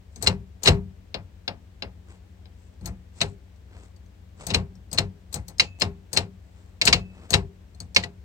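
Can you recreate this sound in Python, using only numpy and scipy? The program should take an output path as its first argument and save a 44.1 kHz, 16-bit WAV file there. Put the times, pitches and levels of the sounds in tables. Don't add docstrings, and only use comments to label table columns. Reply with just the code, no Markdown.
import sys
import numpy as np
from scipy.fft import rfft, irfft, next_fast_len
from scipy.io import wavfile
from scipy.ndimage import uniform_filter1d, minimum_filter1d, map_coordinates

SR = 44100
rng = np.random.default_rng(int(sys.argv[2]) if len(sys.argv) > 2 else 0)


def unload_audio(sound):
    columns = np.transpose(np.atleast_2d(sound))
    steps = np.round(np.clip(columns, -1, 1) * 32767)
    wavfile.write(sys.argv[1], SR, steps.astype(np.int16))


N = 363384

# start_s, crack_db, thump_db, main_hz, pan_db
DETENT_KNOCKS = [(0.2715, -6.5, -16.5, 4110, 7), (0.658, -11.5, -22, 4050, 6), (0.674, -2, -10.5, 3887, 5),
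                 (0.681, -7, -13.5, 4186, 1.5), (3.214, -10, -23.5, 3840, 5.5), (4.503, -20, -21, 3780, 7),
                 (4.545, -9, -18, 4207, 5), (4.984, -9.5, -21.5, 4160, 6.5), (5.818, -9, -18.5, 5120, 4),
                 (6.172, -6, -24, 4180, 7), (6.8748, -1.5, -20, 4446, 4.5), (7.3386, -4.5, -18, 3897, 6),
                 (8.0357, -22.5, -31.5, 1964, 6.5)]
# start_s, crack_db, thump_db
LEVER_TAPS = [(1.143, -22.5, -30.5), (1.478, -20, -31.5), (1.822, -24.5, -32), (2.455, -49.5, -53.5)]
# start_s, crack_db, thump_db, main_hz, pan_db
CATCH_SNAPS = [(5.5969, -5.5, -30.5, 4300, 1), (6.8142, -11.5, -34, 4477, 3.5), (6.927, -4, -19.5, 2260, 3),
               (7.962, -5, -27.5, 2242, -1)]
# start_s, level_db
CATCH_PINGS = [(5.598, -31), (6.928, -33)]
# start_s, crack_db, thump_db, rise_s
BUTTON_CLICKS = [(0.224, -19, -22, .0011), (0.632, -17, -24.5, .002), (2.8573, -26, -25, .0003),
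                 (4.4671, -23.5, -24.5, .0002), (4.9287, -22.5, -27, .0003), (5.326, -27.5, -45, .0024),
                 (5.341, -20.5, -25.5, .0002), (5.481, -33.5, -38.5, .0004), (5.797, -29, -38, .002),
                 (6.13, -19, -26.5, .001), (6.8518, -10.5, -23.5, .0017), (7.304, -18.5, -19.5, .0014)]
# start_s, crack_db, thump_db, pan_db
LINKAGE_TICKS = [(0.159, -37, -31.5, 10), (2.81, -51, -25.5, 9), (3.56, -58, -54.5, 6.5),
                 (3.9622, -53.5, -55.5, 10.5), (4.06, -59, -56, 5), (4.753, -51.5, -38, 5),
                 (4.914, -35, -29, 7.5), (5.583, -30.5, -35.5, 4.5), (7.747, -48, -43, 4.5),
                 (7.802, -27.5, -32.5, 4), (7.947, -22.5, -32.5, 0.5)]
# centre_s, sigma_s, hiss_db, rub_db
SLIDE_STROKES = [(0.168, .031, -61.5, -71), (2.126, 0.0347, -64, -57.5), (2.649, 0.061, -68, -73.5),
                 (2.864, 0.024, -62.5, -51.5), (3.201, .029, -52, -57.5), (3.28, 0.037, -63, -69.5),
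                 (3.76, .043, -70, -54.5), (3.822, 0.035, -61, -60), (4.432, .026, -49.5, -46),
                 (6.586, 0.11, -70.5, -65.5), (7.24, 0.12, -68, -56.5)]

# pitch_hz, level_db, t60_s
GATE_MODES = [(2148, -8.5, 0.053), (2785, -6.5, 0.08), (3945, -4, 0.06), (4315, -2.5, 0.06),
              (4490, -6.5, 0.026), (5150, -4.5, 0.043), (5650, -14, 0.021), (6590, -14.5, 0.044)]
CATCH_MODES = [(2140, -16, .16), (2585, -15, .75), (2612, -15, .6), (2660, -12, .3), (2740, -12, .2),
               (4620, -11, .1), (6160, -16, .13), (6700, -11, .22)]
SPRING_MODES = [(4340, -4, .06), (4950, -5.5, 0.035), (6490, -3, 0.052), (7950, -5, 0.06), (8400, -5, .03)]
CONSOLE_MODES = [(95, -2.5, 0.15), (143.5, -1, 0.27), (187.2, -6.5, 0.6), (368, -11.5, 0.12),
                 (395.5, -6.5, 0.37), (408.4, -7, 0.34), (505, -7.5, 0.16), (699.7, -5.5, 0.12),
                 (750, -15.5, 0.081), (824, -14, 0.16), (950, -15, 0.21), (1093, -13, 0.19)]
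# pitch_hz, level_db
HUM_PARTIALS = [(47, -60), (61, -57.5), (70, -54.5), (91.5, -53), (183, -63)]

# freq_hz, gain_db
KNOCK_EQ = [(300, -25), (900, -15.5), (1400, -15.5), (1900, -10), (2250, -10), (2750, -4), (3400, -9.5),
            (4100, -2.5), (4650, -8.5), (5150, -8), (6200, -15), (8100, -12), (9800, -32), (16000, -55)]
TAP_EQ = [(300, -22), (520, -25.5), (710, 3.5), (1000, -21), (1600, -7), (1950, -16.5), (2300, -6.5),
          (3300, -4), (4000, -3.5), (5100, -2.5), (6200, -26), (8200, -25), (10000, -51.5), (16000, -55.5)]
SNAP_EQ = [(300, -29.5), (800, -23), (1100, -11), (1500, -14), (2250, -2), (2800, -1.5), (3400, -6),
           (4350, 1.5), (5200, -4.5), (6300, -10), (8000, -10.5), (9800, -28), (16000, -56.5)]
TICK_EQ = [(300, -26.5), (1100, -29), (2000, -16.5), (3300, -11.5), (4300, -2), (5500, -6), (6600, -0.5),
           (7300, -8), (8100, 5), (10000, -20.5), (16000, -38)]
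FIZZ_EQ = [(5000, -37.5), (9000, -4.5), (11000, -6.5), (12600, 2.5), (14000, -9.5), (16000, -8.5)]
PANEL_EQ = [(90, -29.5), (190, 1), (290, -5), (400, -1.5), (540, 1), (610, -6), (700, 3), (770, -7.5),
            (830, -0.5), (940, -6.5), (1070, -9), (1400, -12.5), (2500, -14), (5000, -45.5)]
THUMP_EQ = [(25, -35), (40, -18), (55, -1), (80, -0.5), (100, 3), (122, -8), (145, -6), (185, -1.5),
            (240, -16), (400, -28), (900, -61)]
AIR_EQ = [(60, -8.5), (180, 0), (260, -5.5), (400, -0.5), (630, -5), (1000, -11), (1300, -14),
          (1650, -12.5), (3200, -16.5), (5000, -21), (8400, -24.5), (10000, -36.5), (13000, -30),
          (16000, -30)]
# freq_hz, gain_db
RIGHT_PORT_EQ = [(100, 0), (500, 1.15), (1200, 2), (2300, 3), (4200, -3), (6000, -3.2), (8100, -11),
                 (12000, -5), (16000, -3)]

FIRM_DB = -7


def lever(knocks, taps):
    hard = contacts(knocks, KNOCK_EQ, GATE_MODES, crack_db=-3, modes_db=-11, main_db=-2,
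                    chatter_db=3.5, cabin_db=-19.5, coherence=.6)
    light = contacts(taps, TAP_EQ, GATE_MODES, crack_db=-2, modes_db=-9, main_db=-6,
                     chatter_db=-.5, cabin_db=-18, coherence=.453)
    return hard + light


def knock_blows(ride_lead_s=.009, firm_rise_s=.0003, doubling_db=7.5):
    blows = []
    for start_s, db, thump_db, main_hz, pan_db in DETENT_KNOCKS:
        rise_s = firm_rise_s * 2 ** ((FIRM_DB - db) / doubling_db)
        ride = blow(start_s - ride_lead_s, db - 10, thump_db - 12.5, rise_s=.003, t60_s=.048,
                    main_hz=4350, pan_db=8.5, fizz_db=-33.5, fizz_slope=1.1, panel_db=-11)
        drop = blow(start_s, db, thump_db, rise_s, t60_s=.046,
                    main_hz=main_hz, pan_db=pan_db, fizz_db=-28.5, fizz_slope=1.25, panel_db=-9)
        blows += [ride, drop]
    return blows


def tap_blows():
    return [blow(start_s, db, thump_db, rise_s=.0003, t60_s=.041,
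                 main_hz=3960, pan_db=7.5, fizz_db=-39, fizz_slope=1.05, panel_db=-3.5)
            for start_s, db, thump_db in LEVER_TAPS]


def catch(snaps):
    track = contacts(snaps, SNAP_EQ, GATE_MODES, crack_db=-1.26, modes_db=-5, main_db=-7.5,
                     chatter_db=2, cabin_db=-17, coherence=.7)
    for start_s, db in CATCH_PINGS:
        add(track, start_s, amp(db) * ring(CATCH_MODES, rise_s=.001, spread_rad=.3, detune=.002))
    return track


def snap_blows(rebound_s=.0035, rebound_db=-3.5):
    return [blow(start_s + late_s, db + loss_db, thump_db + loss_db, rise_s=.0003, t60_s=.04,
                 main_hz=main_hz, pan_db=pan_db, fizz_db=-30.5, fizz_slope=.7, panel_db=-11)
            for start_s, db, thump_db, main_hz, pan_db in CATCH_SNAPS
            for late_s, loss_db in [(0, 0), (rebound_s, rebound_db)]]


def button(ticks):
    return contacts(ticks, TICK_EQ, SPRING_MODES, crack_db=-5, modes_db=-10.5, main_db=-6.5,
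                    chatter_db=2.5, cabin_db=-17, coherence=.38)


def button_blows(seat_s=.015):
    blows = []
    for start_s, db, thump_db, rise_s in BUTTON_CLICKS:
        click = blow(start_s, db, thump_db, rise_s, t60_s=.039, main_hz=rng.uniform(6500, 8400),
                     pan_db=11.5, fizz_db=-16, fizz_slope=.66, panel_db=-12.5)
        seat = blow(start_s + seat_s, db - 8, thump_db - 8.5, rise_s=.0015, t60_s=.064,
                    main_hz=4100, pan_db=4.5, fizz_db=-28.5, fizz_slope=.97, panel_db=-4)
        blows += [click, seat]
    return blows


def linkage_blows():
    return [blow(start_s, db, thump_db, rise_s=.00036, t60_s=.033, main_hz=rng.uniform(4200, 6500),
                 pan_db=pan_db, fizz_db=-22, fizz_slope=.95, panel_db=-14)
            for start_s, db, thump_db, pan_db in LINKAGE_TICKS]


def blow(start_s, db, thump_db, rise_s, t60_s, main_hz, pan_db, fizz_db, fizz_slope, panel_db):
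    thump_share = .45
    treble_db = FIRM_DB + fizz_db + fizz_slope * (db - FIRM_DB)
    shake_db = panel_db + thump_share * thump_db + (1 - thump_share) * db
    return start_s, db, treble_db, shake_db, thump_db, rise_s, t60_s, main_hz, pan_db


def contacts(blows, eq, modes, crack_db, modes_db, main_db, chatter_db, cabin_db, coherence):
    cracks, rings = np.zeros((2, 2, N))
    for start_s, db, _, _, _, rise_s, t60_s, main_hz, pan_db in blows:
        strength = amp(db) * pan(pan_db)
        crack = burst(rise_s, t60_s, coherence, chatter_db)
        cabin = burst(rise_s=.003, t60_s=.135, coherence=.043, chatter_db=1)
        body = ring(modes, rise_s, spread_rad=.75, detune=.005)
        main_mode = ring([(main_hz, 0, .045)], rise_s, spread_rad=.5, detune=.0027)
        add(cracks, start_s, strength * amp(crack_db) * crack)
        add(cracks, start_s, amp(db + cabin_db) * pan(pan_db / 2) * cabin)
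        add(rings, start_s, strength * (amp(modes_db) * body + amp(main_db) * main_mode))
    return coloured(cracks, eq) + rings


def fizz(blows):
    track = np.zeros((2, N))
    for start_s, _, treble_db, _, _, rise_s, _, _, pan_db in blows:
        spit = burst(rise_s, t60_s=.058, coherence=.3, chatter_db=4)
        tail = burst(rise_s=.004, t60_s=.14, coherence=.2, chatter_db=2)
        add(track, start_s, amp(treble_db) * pan(pan_db) * spit)
        add(track, start_s, amp(treble_db - 25.5) * tail)
    return coloured(track, FIZZ_EQ)


def console(blows, knocks):
    panels, tunnel, rings = np.zeros((3, 2, N))
    for start_s, _, _, shake_db, thump_db, *_ in blows:
        shake = burst(rise_s=.0023, t60_s=.18, coherence=.8, chatter_db=2)
        thump = burst(rise_s=.013, t60_s=.33, coherence=.96, chatter_db=0)
        add(panels, start_s, amp(shake_db - 3) * shake)
        add(tunnel, start_s, amp(thump_db - 2.5) * thump)
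    for start_s, _, _, shake_db, *_ in knocks:
        body = ring(CONSOLE_MODES, rise_s=.0073, spread_rad=.13, detune=.011)
        add(rings, start_s, amp(shake_db - 5) * body)
    return pan(6.3) * (coloured(panels, PANEL_EQ) + rings) + pan(3.6) * coloured(tunnel, THUMP_EQ)


def sliding(swell_lead_s=.006, swell_sigma_s=.0043):
    t = np.arange(N) / SR
    hiss, rub = np.zeros((2, N))
    swells = [(start_s - swell_lead_s, swell_sigma_s, db - 34, db - 31.5)
              for start_s, db, *_ in BUTTON_CLICKS]
    for centre_s, sigma_s, hiss_db, rub_db in [*SLIDE_STROKES, *swells]:
        stroke = np.exp(-np.minimum(((t - centre_s) / sigma_s) ** 2 / 2, 20))
        hiss += amp(hiss_db) * stroke
        rub += amp(rub_db) * stroke
    stick_slip = amp(2.6 * wobble(300) + 2.4 * wobble(45))
    metal_eq = [(1500, -16), (4500, -7), (6000, -8), (7900, 2), (9000, -7.5), (10500, -31), (16000, -31)]
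    skin_eq = [(50, -2.5), (170, 1), (450, -2.5), (900, -7.5), (1800, -13.5), (5000, -21.5),
               (10000, -45.5)]
    metal = coloured(hiss * stick_slip * noise(coherence=.27), metal_eq)
    skin = coloured(rub * stick_slip * noise(coherence=.96), skin_eq)
    return pan(2.4) * metal + pan(3.3) * skin


def cabin_hum():
    t = np.arange(N) / SR
    drone = np.zeros(N)
    for hz, db in HUM_PARTIALS:
        peak = np.sqrt(2) * amp(db + .68 * wobble(1.3))
        drone += peak * np.sin(2 * np.pi * hz * t + .5 * wobble(3.2))
    rumble_eq = [(25, -34.5), (40, -11), (55, 0), (85, 4.5), (125, -12.5), (190, -11), (300, -16),
                 (700, -53)]
    rumble = amp(-54) * coloured(noise(coherence=.96), rumble_eq)
    air = amp(-61.5) * coloured(noise(coherence=.052), AIR_EQ)
    return pan(4.4) * (drone + rumble) + pan(3.1) * air


def burst(rise_s, t60_s, coherence, chatter_db):
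    smooth = envelope(rise_s, t60_s)
    chatter = unit_rms(uniform_filter1d(rng.standard_normal(len(smooth)), size=50))
    rough = smooth * amp(chatter_db * chatter)
    return rough * np.linalg.norm(smooth) / np.linalg.norm(rough) * noise(coherence, len(smooth))


def ring(modes, rise_s, spread_rad, detune):
    track = np.zeros((2, SR))
    for hz, db, t60_s in modes:
        decay = amp(db + 2 * rng.standard_normal()) * envelope(rise_s, t60_s)
        tuned_hz = hz * (1 + detune * rng.standard_normal())
        phase = 2 * np.pi * tuned_hz * np.arange(len(decay)) / SR
        offset_rad = rng.uniform(0, 2 * np.pi) + spread_rad * rng.standard_normal((2, 1))
        add(track, 0, decay * np.sin(phase + offset_rad))
    return track


def envelope(rise_s, t60_s):
    t = np.arange(int(np.clip(t60_s, .01, .8) * SR)) / SR
    return (1 - np.exp(-t / rise_s)) * np.exp(-np.log(1000) * t / t60_s)


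def noise(coherence, size=N):
    common = np.sqrt(coherence) * rng.standard_normal(size)
    return common + np.sqrt(1 - coherence) * rng.standard_normal((2, size))


def wobble(rate_hz):
    knots = rng.standard_normal(int(N * rate_hz / SR) + 4)
    return map_coordinates(knots, [np.arange(N) * rate_hz / SR])


def coloured(x, eq):
    return minimum_phase(x, unit_rms(eq_gain(eq)))


def eq_gain(eq):
    bin_hz = np.fft.rfftfreq(2 * next_fast_len(N // 2 + SR // 4), 1 / SR)
    freq_hz, gain_db = np.transpose(eq)
    return amp(np.interp(np.log(bin_hz + 1), np.log(freq_hz), gain_db))


def minimum_phase(x, gain):
    cepstrum = irfft(np.log(np.maximum(gain, 1e-6)))
    size = len(cepstrum)
    cepstrum[1:size // 2] *= 2
    cepstrum[size // 2 + 1:] = 0
    return irfft(rfft(x, size) * np.exp(rfft(cepstrum)), size)[..., :N]


def add(track, start_s, sound):
    start = round(start_s * SR)
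    track[:, start:start + sound.shape[-1]] += sound[..., :N - start]


def pan(pan_db):
    return amp([[pan_db / 2], [-pan_db / 2]])


def amp(db):
    return 10 ** (np.asarray(db) / 20)


def unit_rms(x):
    return x / np.sqrt(np.mean(x ** 2) + 1e-20)


def scene():
    knocks, snaps, taps = knock_blows(), snap_blows(), tap_blows()
    ticks = button_blows() + linkage_blows()
    blows = knocks + snaps + taps + ticks
    selector = lever(knocks, taps) + catch(snaps) + button(ticks) + fizz(blows)
    left, right = selector + console(blows, knocks) + sliding()
    left_delay_s = .00019
    left = np.interp(np.arange(N) - left_delay_s * SR, np.arange(N), left)
    right = minimum_phase(right, eq_gain(RIGHT_PORT_EQ))
    return np.array([left, right]) + cabin_hum()


def record(dry):
    window_samples, cutoff_hz = 65, 16200
    needed_gain = 1 / np.maximum(np.abs(dry), 1)
    held_gain = minimum_filter1d(needed_gain, window_samples)
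    limited = dry * uniform_filter1d(held_gain, window_samples)
    size = next_fast_len(N + SR // 2)
    passband = np.fft.rfftfreq(size, 1 / SR) < cutoff_hz
    return irfft(rfft(limited, size) * passband, size)[:, :N]


dry = scene()
out = record(dry)
unload_audio(out)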